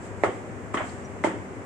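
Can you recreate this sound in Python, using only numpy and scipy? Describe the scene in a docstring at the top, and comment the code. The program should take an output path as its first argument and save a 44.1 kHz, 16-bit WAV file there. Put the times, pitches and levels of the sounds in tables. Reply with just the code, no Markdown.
"""Three heavy steps up the metal stairs of an escalator, between steel side panels.
The hall rumbles and hisses throughout, with a faint machinery drone; clothes rustle from the start.
At 0.24 s a shoe clacks on the ribbed tread, thuds with the body's weight and scuffs; the stair rings.
The step at 0.74 s scuffs on along the ribs and the loaded stair groans; a brush and a squeak follow.
The last step lands at 1.24 s and its echoes fade into the hall."""
import sys
import numpy as np
from scipy import signal
from scipy.fft import rfft, irfft
from scipy.io import wavfile
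from scipy.ndimage import uniform_filter1d

SR = 44100
rng = np.random.default_rng(int(sys.argv[2]) if len(sys.argv) > 2 else 0)


def unload_wav(signal):
    """Save mono or channel-first audio to the path in sys.argv[1] as 16-bit WAV at rate SR, clipped to [-1, 1]."""
    wavfile.write(
        sys.argv[1],
        SR,
        np.round(np.clip(np.atleast_2d(signal).T, -1, 1) * 32767).astype(np.int16),
    )


N = 72765
TIME_S = np.arange(N) / SR
BIN_HZ = np.fft.rfftfreq(N, 1 / SR)


def from_db(db):
    """Decibels to gain."""
    return 10 ** (np.asarray(db) / 20)


def pan(db):
    """Stereo gains for a left-minus-right level."""
    return from_db([[db / 2], [-db / 2]])


def at_hz(points, hz, column=1):
    """Table column, interpolated over log frequency."""
    table = np.array(points)
    return np.interp(np.log(np.maximum(hz, 1)), np.log(table[:, 0]), table[:, column])


def wander(per_s):
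    """Random drift, spread about 1."""
    return np.interp(TIME_S * per_s, np.arange(N), rng.standard_normal(N))


def burst(start_s, rise_s, t60_s):
    """Linear rise, exponential release."""
    age_s = TIME_S - start_s
    return np.clip(age_s / rise_s, 0, 1) * from_db(-60 * np.maximum(age_s - rise_s, 0) / t60_s)


def swell(centre_s, half_width_s):
    """Gaussian envelope."""
    return np.exp(-((TIME_S - centre_s) / half_width_s) ** 2)


def convolve(x, response):
    """Convolution per channel, cut to N samples."""
    return signal.fftconvolve(np.atleast_2d(x), np.atleast_2d(response), axes=1)[:, :N]


def diffuse(colour):
    """Stereo noise from all sides, alike in the bass; rms 1."""
    # Diffuse field. Each row: frequency in Hz, left-right correlation.
    likeness = [(150, 0.71), (350, 0.98), (600, 0.62), (1080, 0.13), (1900, 0)]
    alike = at_hz(likeness, BIN_HZ)
    mid, side = rfft(rng.standard_normal((2, N)))
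    spectrum = np.sqrt(1 + alike) * mid + np.sqrt(1 - alike) * side * [[1], [-1]]
    noise = irfft(from_db(at_hz(colour, BIN_HZ)) * spectrum, N)
    return noise / noise.std()


def hall():
    """Building rumble and hiss, plus wavering machinery tones."""
    # Noise spectrum. Each row: frequency in Hz, relative density in dB.
    colour = [(25, -34), (42, -20), (58, -3), (78, 2.5), (104, 4), (145, -0.5), (195, -4.5), (290, -3.5),
              (400, -3.5), (600, -8), (900, -11.5), (1400, -15), (2100, -18.5), (2800, -27.5), (4000, -40),
              (5500, -37), (7600, -30), (8700, -35.5), (9800, -48.5), (11500, -46)]
    # Machinery drone. Each row: frequency in Hz, level in dB.
    tones = [(101, -42.5), (198, -51), (242, -50.5), (389, -50.5)]
    waver_per_s, waver_db, waver_rad = 6.88, 3.5, 0.89
    drone = np.zeros(N)
    for hz, db in tones:
        gain = from_db(db + waver_db * wander(waver_per_s))
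        drone += gain * np.sin(2 * np.pi * hz * TIME_S + waver_rad * wander(waver_per_s))
    return drone + from_db(-37.5) * diffuse(colour)


def clothes():
    """Cloth swishes as the legs swing."""
    # Swishes. Each row: peak time in seconds, level in dB, half-width in seconds.
    rustles = [(0.054, -52.5, 0.045), (.31, -55, 0.13), (.79, -52, 0.018), (.875, -51.5, 0.06),
               (.965, -56.5, 0.13), (1.33, -59.5, 0.13)]
    # Cloth spectrum. Each row: frequency in Hz, relative level in dB.
    colour = [(2500, -1.5), (4000, -5.5), (6000, -5.5), (7500, 6.5), (8500, 0.5), (9700, -22),
              (11500, -17.5)]
    return sum(from_db(db) * swell(peak_s, width_s) for peak_s, db, width_s in rustles) * diffuse(colour)


def sole_brush():
    """A sole brushes the metal between steps."""
    centre_hz = 4430
    colour = [(centre_hz / 2, -40), (centre_hz, 0), (centre_hz * 2, -40)]
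    return from_db(-51) * swell(centre_s=0.897, half_width_s=0.0052) * diffuse(colour)


def sole_squeak():
    """One faint, rough chirp of a shoe on metal."""
    pitch_hz, rough_rad = 5830, 0.96
    tone = np.sin(2 * np.pi * pitch_hz * TIME_S + rough_rad * wander(per_s=500))
    return from_db(-50) * swell(centre_s=1.055, half_width_s=0.009) * tone


def grit():
    """Grit crunches under each landing sole."""
    # Crunches. Each row: start in seconds, level in dB, rise and T60 in seconds.
    crunches = [(0.231, -38, 0.01, .17), (0.735, -39, 0.011, 0.21), (1.234, -35, 0.011, 0.25)]
    # Crunch spectrum. Each row: frequency in Hz, relative level in dB.
    colour = [(1500, 4.5), (3000, 0), (4300, -6), (6000, -3.5), (7800, 2.5), (9000, -4.5), (10000, -18.5),
              (11500, -18.5)]
    envelope = sum(from_db(db) * burst(start_s, rise_s, t60_s) for start_s, db, rise_s, t60_s in crunches)
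    return envelope * diffuse(colour)


def scuffs():
    """Soles slide over the ribs."""
    # Slides. Each row: start in seconds, level in dB, rise and T60 in seconds.
    slides = [(0.237, -29, 0.0051, 0.35), (0.737, -28.5, 0.0079, 0.16), (0.769, -28.5, 0.0044, 0.31),
              (0.804, -38, 0.0031, 0.29), (1.24, -29, 0.011, 0.4)]
    # Friction spectrum. Each row: frequency in Hz, relative level in dB.
    colour = [(200, -45), (600, -1), (1200, 0), (2100, -2.5), (2600, -13.5), (3200, -12), (4200, -34),
              (8000, -42), (11000, -64)]
    envelope = sum(from_db(db) * burst(start_s, rise_s, t60_s) for start_s, db, rise_s, t60_s in slides)
    return envelope * diffuse(colour)


def groan():
    """The middle stair hums under load, sagging in pitch."""
    start_s, sag_s, start_hz, end_hz = 0.775, 0.06, 299.8, 239.7
    hz = end_hz + (start_hz - end_hz) * np.exp(-np.maximum(TIME_S - start_s, 0) / sag_s)
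    tone = np.sin(2 * np.pi * np.cumsum(hz) / SR)
    return from_db(-37.5) * burst(start_s, rise_s=0.074, t60_s=0.65) * tone


def reflections(x):
    """Quick, dense echoes between the steel panels, then the hall's tail."""
    # Echoes. Each row: frequency in Hz, panel level in dB, panel T60 in seconds, hall level in dB,
    # hall T60 in seconds. The levels set the balance; the panel level also sets the summed spectrum.
    space = [(148, -6, 0.12, -2, 0.86), (400, -1.5, 0.087, -8, 0.72), (1030, 0, 0.051, -7, 0.46),
             (1950, -0.5, 0.036, -13.5, 1), (6000, 8.5, 0.068, -1, 0.8)]
    panel_rise_s, hall_rise_s, smooth_hz = 0.0023, 0.019, 70.4
    edges_hz = np.geomspace(80, 10240, 8)
    response = np.zeros((2, N))
    for low_hz, high_hz in zip(edges_hz, edges_hz[1:]):
        bandpass = signal.butter(2, [low_hz, high_hz], "band", fs=SR, output="sos")
        band = signal.sosfilt(bandpass, diffuse([(1, 0), (SR, 0)]))
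        band_share = 2 * (high_hz - low_hz) / SR
        centre_hz = np.sqrt(low_hz * high_hz)
        panel_db, panel_t60_s, hall_db, hall_t60_s = [at_hz(space, centre_hz, k) for k in range(1, 5)]
        for rise_s, db, t60_s in (panel_rise_s, panel_db, panel_t60_s), (hall_rise_s, hall_db, hall_t60_s):
            tail = band * burst(rise_s / 2, rise_s, t60_s)
            energy = np.sum(tail ** 2, axis=1, keepdims=True)
            response += from_db(db) * tail * np.sqrt(band_share / energy)
    # Flatten chance peaks so the echoes add no pitch.
    spectrum = rfft(response)
    power = uniform_filter1d(np.mean(abs(spectrum) ** 2, axis=0), size=int(smooth_hz * N / SR))
    even = spectrum * from_db(at_hz(space, BIN_HZ)) / np.sqrt(power + 1e-3)
    return convolve(x.mean(axis=0), irfft(even, N)[:, :N // 2])


def stair_ring(force):
    """The hollow stair rings in decaying modes."""
    # Modes. 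Each row: frequency in Hz, gain in dB, T60 in seconds.
    modes = [(111.5, -11.5, 0.67), (189.5, -16, 0.43), (317.3, -8, 0.16), (385.2, -22.5, 0.33),
             (539, -22, 0.15), (590, -21, 0.072), (705, -21.5, 0.27), (894, -2.5, 0.23), (1104, -10, 0.19),
             (1370, -40, 0.17), (1490, -29, 0.31), (1830, -31, 0.35), (2120, -8, 0.18), (2613, -13, 0.25),
             (3094, -17, 0.27)]
    response = sum(from_db(db - 60 * TIME_S / t60_s) * np.cos(2 * np.pi * hz * TIME_S)
                   for hz, db, t60_s in modes)
    return convolve(force, response)


def footfalls():
    """Each contact is a heavily damped knock that echoes and drives the stair."""
    # Shoe on tread. Each row: start in seconds, envelope peak in dB before the low cut, pitch in Hz,
    # rise in ms, stair drive in dB relative to the knock, left-minus-right pan in dB.
    contacts = [(0.236, -17, 1930, .55, -7, -14), (0.2365, -4, 562, 0.54, -13.5, -3),
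                (0.2404, -24.5, 365, 8.6, -16, -3), (0.2434, -20, 1243, 1.4, 6, -5),
                (.2485, -23.5, 493, 1.5, -10, 0), (0.290, -28, 366, 2, -22, -3),
                (0.7420, -37, 2030, 1.4, -27, -12), (0.7424, -19, 1154, 1.84, 2.5, -3.5),
                (0.7446, -15, 291, 1.26, -14, 0), (0.7483, -33, 1137, 2.3, -10, 5),
                (0.7716, -26, 1810, 0.55, -18, -5), (0.7749, -31.5, 2950, 0.5, 0, 7),
                (0.7842, -30, 1440, 0.25, -12, 3), (0.7862, -30.5, 447, 1.2, -7, -3),
                (.8045, -23.5, 640, 2.3, -4, -2), (0.805, -28.5, 1070, 2.1, -19, -7),
                (1.2390, -22.5, 2071, 1.3, -2.5, -4.5), (1.2393, -15, 1180, 0.33, -16, 3),
                (1.245, -14.5, 560, 1.37, 1.5, -8), (1.2450, -10, 328, 1.23, -5, -1.5),
                (1.2455, -23, 913, 2.9, -0.5, -13), (1.2724, -20.5, 415, 0.98, 8.5, -12),
                (1.340, -23.5, 332, 1.6, -12, 3)]
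    low_cut_hz, echo_pan_db = 222, -1  # right panel is nearer
    knocks, force = np.zeros((2, N)), np.zeros(N)
    for start_s, db, hz, rise_ms, drive_db, pan_db in contacts:
        age_s = np.maximum(TIME_S - start_s, 0)
        rise = age_s / (rise_ms / 1000)
        envelope = rise * np.exp(1 - rise)
        knock = from_db(db) * envelope * np.sin(2 * np.pi * hz * age_s)
        knocks += knock * pan(pan_db)
        force += from_db(drive_db) * knock * 2 / envelope.sum()
    knocks = signal.sosfilt(signal.butter(2, low_cut_hz, "high", fs=SR, output="sos"), knocks)
    return knocks + pan(echo_pan_db) * reflections(knocks) + stair_ring(force)


def scene():
    """Steps, shoe and cloth noises over the hall; stereo."""
    return footfalls() + groan() + scuffs() + grit() + sole_brush() + sole_squeak() + clothes() + hall()


def record(dry):
    """Bass cut on the right microphone, low-pass on both."""
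    low_cut_hz, floor_db, high_cut_hz = 169, -43, 11600
    slope = (BIN_HZ / low_cut_hz) ** 7
    right_gain = np.maximum(slope / np.hypot(1, slope), from_db(floor_db))
    right = irfft(rfft(dry[1]) * right_gain, N)
    lowpass = signal.ellip(10, 0.2, 70, high_cut_hz, fs=SR, output="sos")
    return signal.sosfilt(lowpass, [dry[0], right])


dry = scene()
out = record(dry)
unload_wav(out)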